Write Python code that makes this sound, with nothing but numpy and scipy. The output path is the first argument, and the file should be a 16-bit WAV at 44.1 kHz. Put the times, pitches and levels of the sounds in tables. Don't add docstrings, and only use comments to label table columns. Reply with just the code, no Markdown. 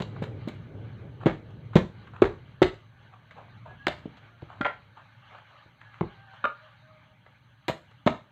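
import sys
import numpy as np
from scipy import signal
from scipy.fft import rfft, irfft
from scipy.io import wavfile
from scipy.ndimage import uniform_filter1d

SR = 44100
rng = np.random.default_rng(int(sys.argv[2]) if len(sys.argv) > 2 else 0)


def convert_level_to_amplitude(level_db):
    exponent = np.asarray(level_db, float) / 20
    return 10 ** exponent


def to_wav(s):
    ch = np.atleast_2d(s).T
    pcm = np.round(np.clip(ch, -1, 1) * 32767)
    wavfile.write(sys.argv[1], SR, pcm.astype(np.int16))


N = 366471
TIME = np.arange(N) / SR


def unit(x):
    return x / np.sqrt(np.mean(x ** 2))


def colour(x, table):
    hz, db = np.transpose(table)
    log_hz = np.log(np.maximum(np.fft.rfftfreq(8192, 1 / SR), 1))
    cepstrum = irfft(np.log(convert_level_to_amplitude(np.interp(log_hz, np.log(hz), db))))
    cepstrum[1:4096] *= 2
    cepstrum[4097:] = 0
    response = irfft(np.exp(rfft(cepstrum)))
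    return signal.oaconvolve(x, response)[:len(x)]


def band(x, lo_hz, hi_hz, order=2):
    return signal.sosfilt(signal.butter(order, [lo_hz, hi_hz], "band", fs=SR, output="sos"), x)


def walk(rate):
    hold = int(SR / rate)
    steps = np.repeat(rng.standard_normal(N // hold + 1), hold)
    return 1.6 * uniform_filter1d(uniform_filter1d(steps, hold), hold)[:N]


def add(out, s, x):
    i = int(max(s, 0) * SR)
    out[i:i + len(x)] += x[:N - i]


def ring(hz, t60, push_s, count=16384):
    t = np.arange(count) / SR
    decay = 1000. ** (-t / max(t60, .005))
    onset = 1 - np.exp(-(t / push_s) ** 2)
    return -np.sin(2 * np.pi * hz * t) * decay * onset


# time in seconds, level in dB, drone in Hz.
MOTOR = [(0, -42.5, 112), (.4, -41, 109.5), (.8, -42, 107), (1.32, -43, 115), (1.76, -47, 119),
         (2.24, -46.5, 111), (3.01, -57.5, 110), (3.8, -55, 111), (4.0, -50.5, 114), (4.3, -58.5, 109),
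         (4.6, -52.5, 113), (5.0, -59, 107), (5.6, -60, 108), (6.18, -59, 112), (6.69, -67, 112),
         (7.0, -61, 110), (7.4, -61.5, 111), (8.31, -60.5, 115)]
# frequency in Hz, density in dB per Hz.
RUMBLE = [(15, -45.5), (25, -30), (64, -9), (88, -5.5), (108, 5.5), (173, -6.5), (254, -15.5), (300, -16),
          (390, -49.5), (660, -120)]
BODY_DB, BODY_PER_DB, NEAR_DB = -52, 1.52, -42.5


def motor():
    s, level_db, hz = np.transpose(MOTOR)
    drone_db, drone_hz = np.interp(TIME, s, level_db), np.interp(TIME, s, hz)
    phase = 2 * np.pi * np.cumsum(drone_hz * (1 + 0.028 * walk(5.8))) / SR
    drone = np.sin(phase) * convert_level_to_amplitude(1.3 * walk(14))
    rumble = unit(colour(rng.standard_normal(N), RUMBLE + [(400, -80.0)]))
    low = convert_level_to_amplitude(drone_db + 1.5 * walk(4.2)) * (convert_level_to_amplitude(-3.5) * drone + convert_level_to_amplitude(1) * rumble)
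    body_db = BODY_DB + BODY_PER_DB * (drone_db - NEAR_DB)
    body = convert_level_to_amplitude(body_db + 2.5 * walk(10)) * unit(band(rng.standard_normal(N), 220, 520))
    return low + body


# time in seconds, level in dB.
BREEZE = [(0, -56), (1.6, -60), (3.6, -57.5), (4.0, -57), (5.5, -55.5), (5.8, -61), (6.2, -54),
          (7.4, -62.5), (8.0, -60)]
# frequency in Hz, density in dB per Hz.
HISS = [(260, -57), (450, -27.5), (540, -9.5), (965, 0), (1040, -4), (1170, -0.5), (1500, 0), (1710, -2.5),
        (3890, -10.5), (5300, -34), (6200, -39), (8460, -45), (15000, -48.5)]


def breeze():
    air = unit(colour(rng.standard_normal(N), HISS))
    edges_hz = 520 * 2 ** (np.arange(9) * .465)
    gust = 1.7 * walk(13)
    hiss = sum(convert_level_to_amplitude(gust + walk(40)) * band(air, lo, hi) for lo, hi in zip(edges_hz, edges_hz[1:]))
    return convert_level_to_amplitude(np.interp(TIME, *np.transpose(BREEZE)) + 4.5) * hiss


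def insects():
    return convert_level_to_amplitude(-92 + 2.0 * walk(40)) * unit(band(rng.standard_normal(N), 6080, 6350))


# start and end in seconds, pitch in Hz, first and second partial in dB.
CROWS = [(.7, .95, 745, -68, -68), (3.69, 3.76, 834, -78, -52), (3.79, 3.87, 833, -78, -51),
         (4.15, 4.5, 700, -70, -67), (5.84, 5.95, 832, -80, -54), (6.03, 6.17, 805, -56, -58),
         (6.15, 6.27, 785, -58, -56), (6.26, 6.36, 785, -56, -56), (6.6, 6.7, 616, -61, -67),
         (6.82, 7.03, 625, -59, -65), (7.05, 7.16, 620, -63, -70)]


def crows():
    out = np.zeros(N)
    waver, flutter = 1 + .011 * walk(60), 1 + .25 * walk(45)
    for start, end, hz, low_db, high_db in CROWS:
        span = slice(int(start * SR), int(end * SR))
        phase = 2 * np.pi * np.cumsum(hz * waver[span]) / SR
        swell = np.sqrt(np.abs(np.sin(np.pi * (TIME[span] - start) / (end - start))))
        voice = convert_level_to_amplitude(low_db) * np.sin(phase) + convert_level_to_amplitude(high_db) * np.sin(2 * phase)
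        add(out, start, swell * flutter[span] * voice)
    return out


# frequency in Hz, t60 in seconds.
SHED_T60 = [(100, 0.31), (300, 0.22), (1000, 0.27), (3000, 0.25), (8000, 0.32)]
SHED_DB, SHED_DELAY_S = -7.5, 0.014


def echoes():
    t, tail = np.arange(20000) / SR, 0
    hz_points, t60_points = np.transpose(SHED_T60)
    lumps = convert_level_to_amplitude(2.5 * rng.standard_normal(200).repeat(100))
    for hz in 70 * 2. ** np.arange(8):
        t60 = np.interp(np.log(hz), np.log(hz_points), t60_points)
        octave = band(rng.standard_normal(len(t)), hz / np.sqrt(2), hz * np.sqrt(2))
        tail = tail + octave * 1000. ** (-t / t60) / np.sqrt(t60 * SR / 14)
    return tail * lumps * np.clip(t / SHED_DELAY_S, 0, 1) ** 2


PLACES_S = [0, 1.1, 1.6, 2.0, 2.5, 3.0, 4.3, 5.5, 6.3, 7.5, 7.95, 9]


def shed(x):
    out = np.zeros(N)
    for start, end in zip(PLACES_S, PLACES_S[1:]):
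        work = x[int(start * SR):int(end * SR)]
        add(out, start, signal.fftconvolve(work, echoes()))
    return convert_level_to_amplitude(SHED_DB) * out


# start in seconds, level in dB, centre in Hz, swell in seconds.
SCUFFS = [(1.198, -41, 1130, 0.029), (1.728, -40.5, 1496, 0.014), (2.069, -42, 1560, 0.0072),
          (2.126, -42, 1196, 0.034), (2.917, -63, 806, 0.012), (3.117, -49.5, 1100, 0.025),
          (3.135, -59, 1032, 0.015), (3.354, -41.5, 832, 0.038), (3.65, -42.5, 925, 0.035),
          (3.705, -43.5, 640, 0.01), (4.019, -49, 697, 0.021), (4.481, -44.5, 1080, 0.044),
          (4.963, -40.5, 1173, 0.02), (5.3, -44, 830, 0.035), (5.333, -44, 1110, 0.028),
          (5.495, -51, 1230, 0.02), (5.802, -49, 1600, 0.021), (5.927, -49.5, 1570, 0.046),
          (6.33, -44, 1200, 0.016), (6.679, -55.5, 1220, 0.02)]


def scuffs():
    out, t = np.zeros(N), np.arange(8192) / SR
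    for s, db, hz, swell_s in SCUFFS:
        grains_db = 4.0 * uniform_filter1d(rng.exponential(size=64).repeat(128), 100)
        grit = rng.standard_normal(8192) * convert_level_to_amplitude(grains_db)
        puff = unit(band(grit, 0.62 * hz, 1.22 * hz)) + convert_level_to_amplitude(-17) * unit(band(grit, 1800, 2800))
        age = t / max(swell_s, .005)
        swell = 1.7 * (1 - np.exp(-(2.2 * age) ** 2)) * np.exp(-.9 * age)
        add(out, s, convert_level_to_amplitude(db - 3) * puff * swell)
    return out


# start in seconds, level in dB, wedged in flesh 0 or 1.
CLANKS = [
    (4.611, -24.5, 1),
    (4.649, -19, 1),
    (4.660, -25, 1),
    (6.441, -16, 0),
    (6.453, -19.5, 0),
]
# frequency in Hz, level in dB, t60 in seconds.
BLADE = [(565, -10, .07), (925, -16, .06), (1215, 0, .1), (1300, 0, .05), (1390, 1, .055),
         (2480, -12, .025), (3050, -15, .02), (3700, -17, .02)]
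# frequency in Hz, level in dB, t60 in seconds.
WEDGED = [(580, -8, 0.14), (787, -4, 0.058), (1040, -9, 0.055), (1223, -4, .04), (1391, 2, 0.098),
          (1537, 0.5, .04), (2410, -7, 0.025), (3224, -4, .02)]
# free, wedged, in dB.
CLANK_DB = [0.5, -1]
CLANK_SCATTER_DB = 1.5


def clanks():
    out = np.zeros(N)
    for s, db, wedged in CLANKS:
        modes = WEDGED if wedged else BLADE
        luck = rng.standard_normal(len(modes))
        for (hz, mode_db, t60), z in zip(modes, luck):
            level_db = db + CLANK_DB[wedged] + mode_db + CLANK_SCATTER_DB * z
            add(out, s, convert_level_to_amplitude(level_db) * ring(hz, t60, 0.0017))
    return out


# start in seconds, knock in dB, bite in dB above it, sharpness in dB.
CRACKS = [(0.019, -27, -8, -5), (0.161, -35.5, -5.5, -31), (0.237, -40.5, -1, -4), (0.475, -34.5, -8, -15),
          (0.484, -46.5, 11.5, 4.5), (0.668, -60, -13, -13), (1.274, -29, -18, -24), (1.505, -46, -23, -17),
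          (1.754, -17, -6.5, -7), (1.764, -16, -4, -13), (2.2205, -13.5, 0, -16), (2.234, -17.5, -1, -19),
          (2.253, -24, 0.5, -15), (2.618, -19, 2.5, -10), (2.626, -19.5, 4, -3)]
# start in seconds, knock in dB, bite in dB above it, sharpness in dB.
SLAPS = [(3.308, -49, 10.5, -9), (3.868, -16.5, 6.5, -4), (3.881, -21, -24, -9), (4.055, -50, -7, -14),
         (4.169, -45.5, -4, -10.5), (4.42, -38, -19, -23), (4.611, -24.5, 3, -15.5), (4.647, -23, 7, -18),
         (4.665, -21, -2, -21), (6.009, -18.5, -9, -26.5), (6.443, -36, 7, -15), (6.452, -25, 4, -16),
         (7.262, -44, -2, -20.5), (7.696, -19.5, -16, -18), (7.911, -54.5, 1.5, -6.5),
         (8.074, -16, 2.5, -11.5)]
# start in seconds, knock in dB, bite in dB above it, sharpness in dB, tearing time in seconds.
TEARS = [(0.0, -26, -7, -17, 0.024), (0.22, -29.5, -4, -13.5, 0.041), (0.484, -35, -9, -20, 0.027),
         (1.256, -14.5, -7.5, -20.5, 0.043), (1.754, -17, -4.5, -15.5, 0.034),
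         (2.217, -19.5, -13, -17, 0.031), (3.869, -26, -2.5, -14.5, 0.053),
         (4.651, -16.5, -1.5, -27.5, 0.037), (7.681, -19.5, -1.5, -7.5, 0.022),
         (8.06, -14.5, -8, -16.5, 0.043)]
CRACK_S, SLAP_S, BRUSH_S = 0.012, 0.0068, 0.022
BRUSH_DB = -41
SNAP_FIZZ_DB, SLAP_FIZZ_DB, TEAR_FIZZ_DB = -15.5, -19, -6
FIZZ_PER_DB = 1.6


def snapping(db, bite_db, sharp_db, tear_s, fizz_db):
    t = np.arange(8192) / SR
    noise, size, on = rng.standard_normal(8192), rng.exponential(size=8192), rng.random(8192)
    bursts = (on < .02) * convert_level_to_amplitude(4.5 * size * (db > BRUSH_DB))
    build_up = 1 - np.exp(-(t / (tear_s * tear_s * 1.5)) ** 2)
    fade = np.exp(-t / max(0.53 * tear_s, .0005)) * build_up
    snaps = noise * (0.37 + bursts) * fade
    layers = [(423, 1080, -7.5), (1198, 2277, bite_db - 6.0), (2540, 5540, sharp_db + 3.5),
              (5800, 22000, fizz_db + FIZZ_PER_DB * sharp_db + 13)]
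    run = np.zeros(8192)
    for lo_hz, hi_hz, rel_db in layers:
        part = band(snaps, lo_hz, hi_hz, order=4)
        run += convert_level_to_amplitude(db + rel_db + 3.5) * part / np.abs(part).max()
    return run


def cracks():
    out = np.zeros(N)
    for s, *knock in CRACKS:
        add(out, s, snapping(*knock, CRACK_S, SNAP_FIZZ_DB))
    for s, *knock in SLAPS:
        touch_s = SLAP_S if knock[0] > BRUSH_DB else BRUSH_S
        add(out, s, snapping(*knock, touch_s, SLAP_FIZZ_DB))
    for s, *tear in TEARS:
        add(out, s, snapping(*tear, TEAR_FIZZ_DB))
    return out


# start in seconds, level in dB, gourd in Hz, stump in dB above gourd, stump in Hz.
THUDS = [(0.003, -24, 373, 2, 174), (0.219, -25, 514, 3, 161), (0.473, -26.5, 306, -1, 240),
         (1.258, -13, 274, 0, 214), (1.265, -7.5, 347, -5.5, 189), (1.755, -5.5, 416, 2.5, 156.6),
         (1.76, -7, 354, -2.5, 174), (2.219, -1.5, 373.3, -20, 163), (2.617, -2.5, 361.3, -13.5, 175),
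         (3.867, -19.5, 347, -28.5, 252), (3.881, -22, 605, -12, 156), (4.055, -27.5, 287, -9, 224),
         (4.424, -32, 321, 1.5, 110), (4.607, -23, 278, -8.5, 238), (5.658, -49, 294, 3, 110),
         (6.009, -15, 352, -1.5, 174), (6.439, -27.5, 545, -7.5, 237), (7.681, -20.5, 345, -13.5, 173),
         (7.695, -26.5, 620, 2, 153), (8.063, -12, 253.5, -7, 203.4), (8.072, -11, 606, -10.5, 239)]
FREE_T60_S, PRESSED_T60_S, PRESS_DB = 0.029, .021, -6.5
SHELL_SCATTER_DB = 2.2


def thuds():
    out = np.zeros(N)
    boom = convert_level_to_amplitude(-22.5) * (ring(42, 0.25, 0.02) + ring(75, .15, 0.018))
    for s, db, gourd_hz, stump_db, stump_hz in THUDS:
        luck = rng.standard_normal(3)
        freedom = 1 / (1 + convert_level_to_amplitude(stump_db - PRESS_DB) ** 2)
        t60 = PRESSED_T60_S + (FREE_T60_S - PRESSED_T60_S) * freedom
        gourd = ring(gourd_hz, t60, 0.0016)
        shell = 0
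        for ratio, mode_db, z in zip((.72, 1.4, 1.95), (-13, -4, -5), luck):
            hz = ratio * gourd_hz
            level_db = mode_db + SHELL_SCATTER_DB * z - 14 * (hz / 1000) ** 2
            shell = shell + convert_level_to_amplitude(level_db) * ring(hz, 0.92 * t60, .0015)
        stump = convert_level_to_amplitude(stump_db) * ring(stump_hz, 1.49 * t60, 0.0016)
        add(out, s + .001, convert_level_to_amplitude(db + 8.0) * (gourd + shell + boom + stump))
    return out


# frequency in Hz, gain in dB.
PHONE = [(30, -16), (100, 0.5), (4000, 1), (4800, -13.5), (5500, -19), (6400, -4), (7600, -0.5),
         (9000, -15), (14000, -11.5), (15500, -13), (16100, -44.5)]


def scene():
    outside = motor() + breeze() + insects() + crows()
    close = scuffs() + clanks() + cracks() + thuds()
    return (outside + colour(close + shed(close), PHONE))[None]


def roll_off(x):
    return signal.sosfilt(signal.butter(12, 16110, fs=SR, output="sos"), x)


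def record(dry):
    hiss = convert_level_to_amplitude(-90.5) * unit(band(rng.standard_normal(N), 5900, 15600, order=4))
    mix = np.tanh(0.58 * (dry + hiss)) / 0.61
    return roll_off(mix)


dry = scene()
out = record(dry)
to_wav(out)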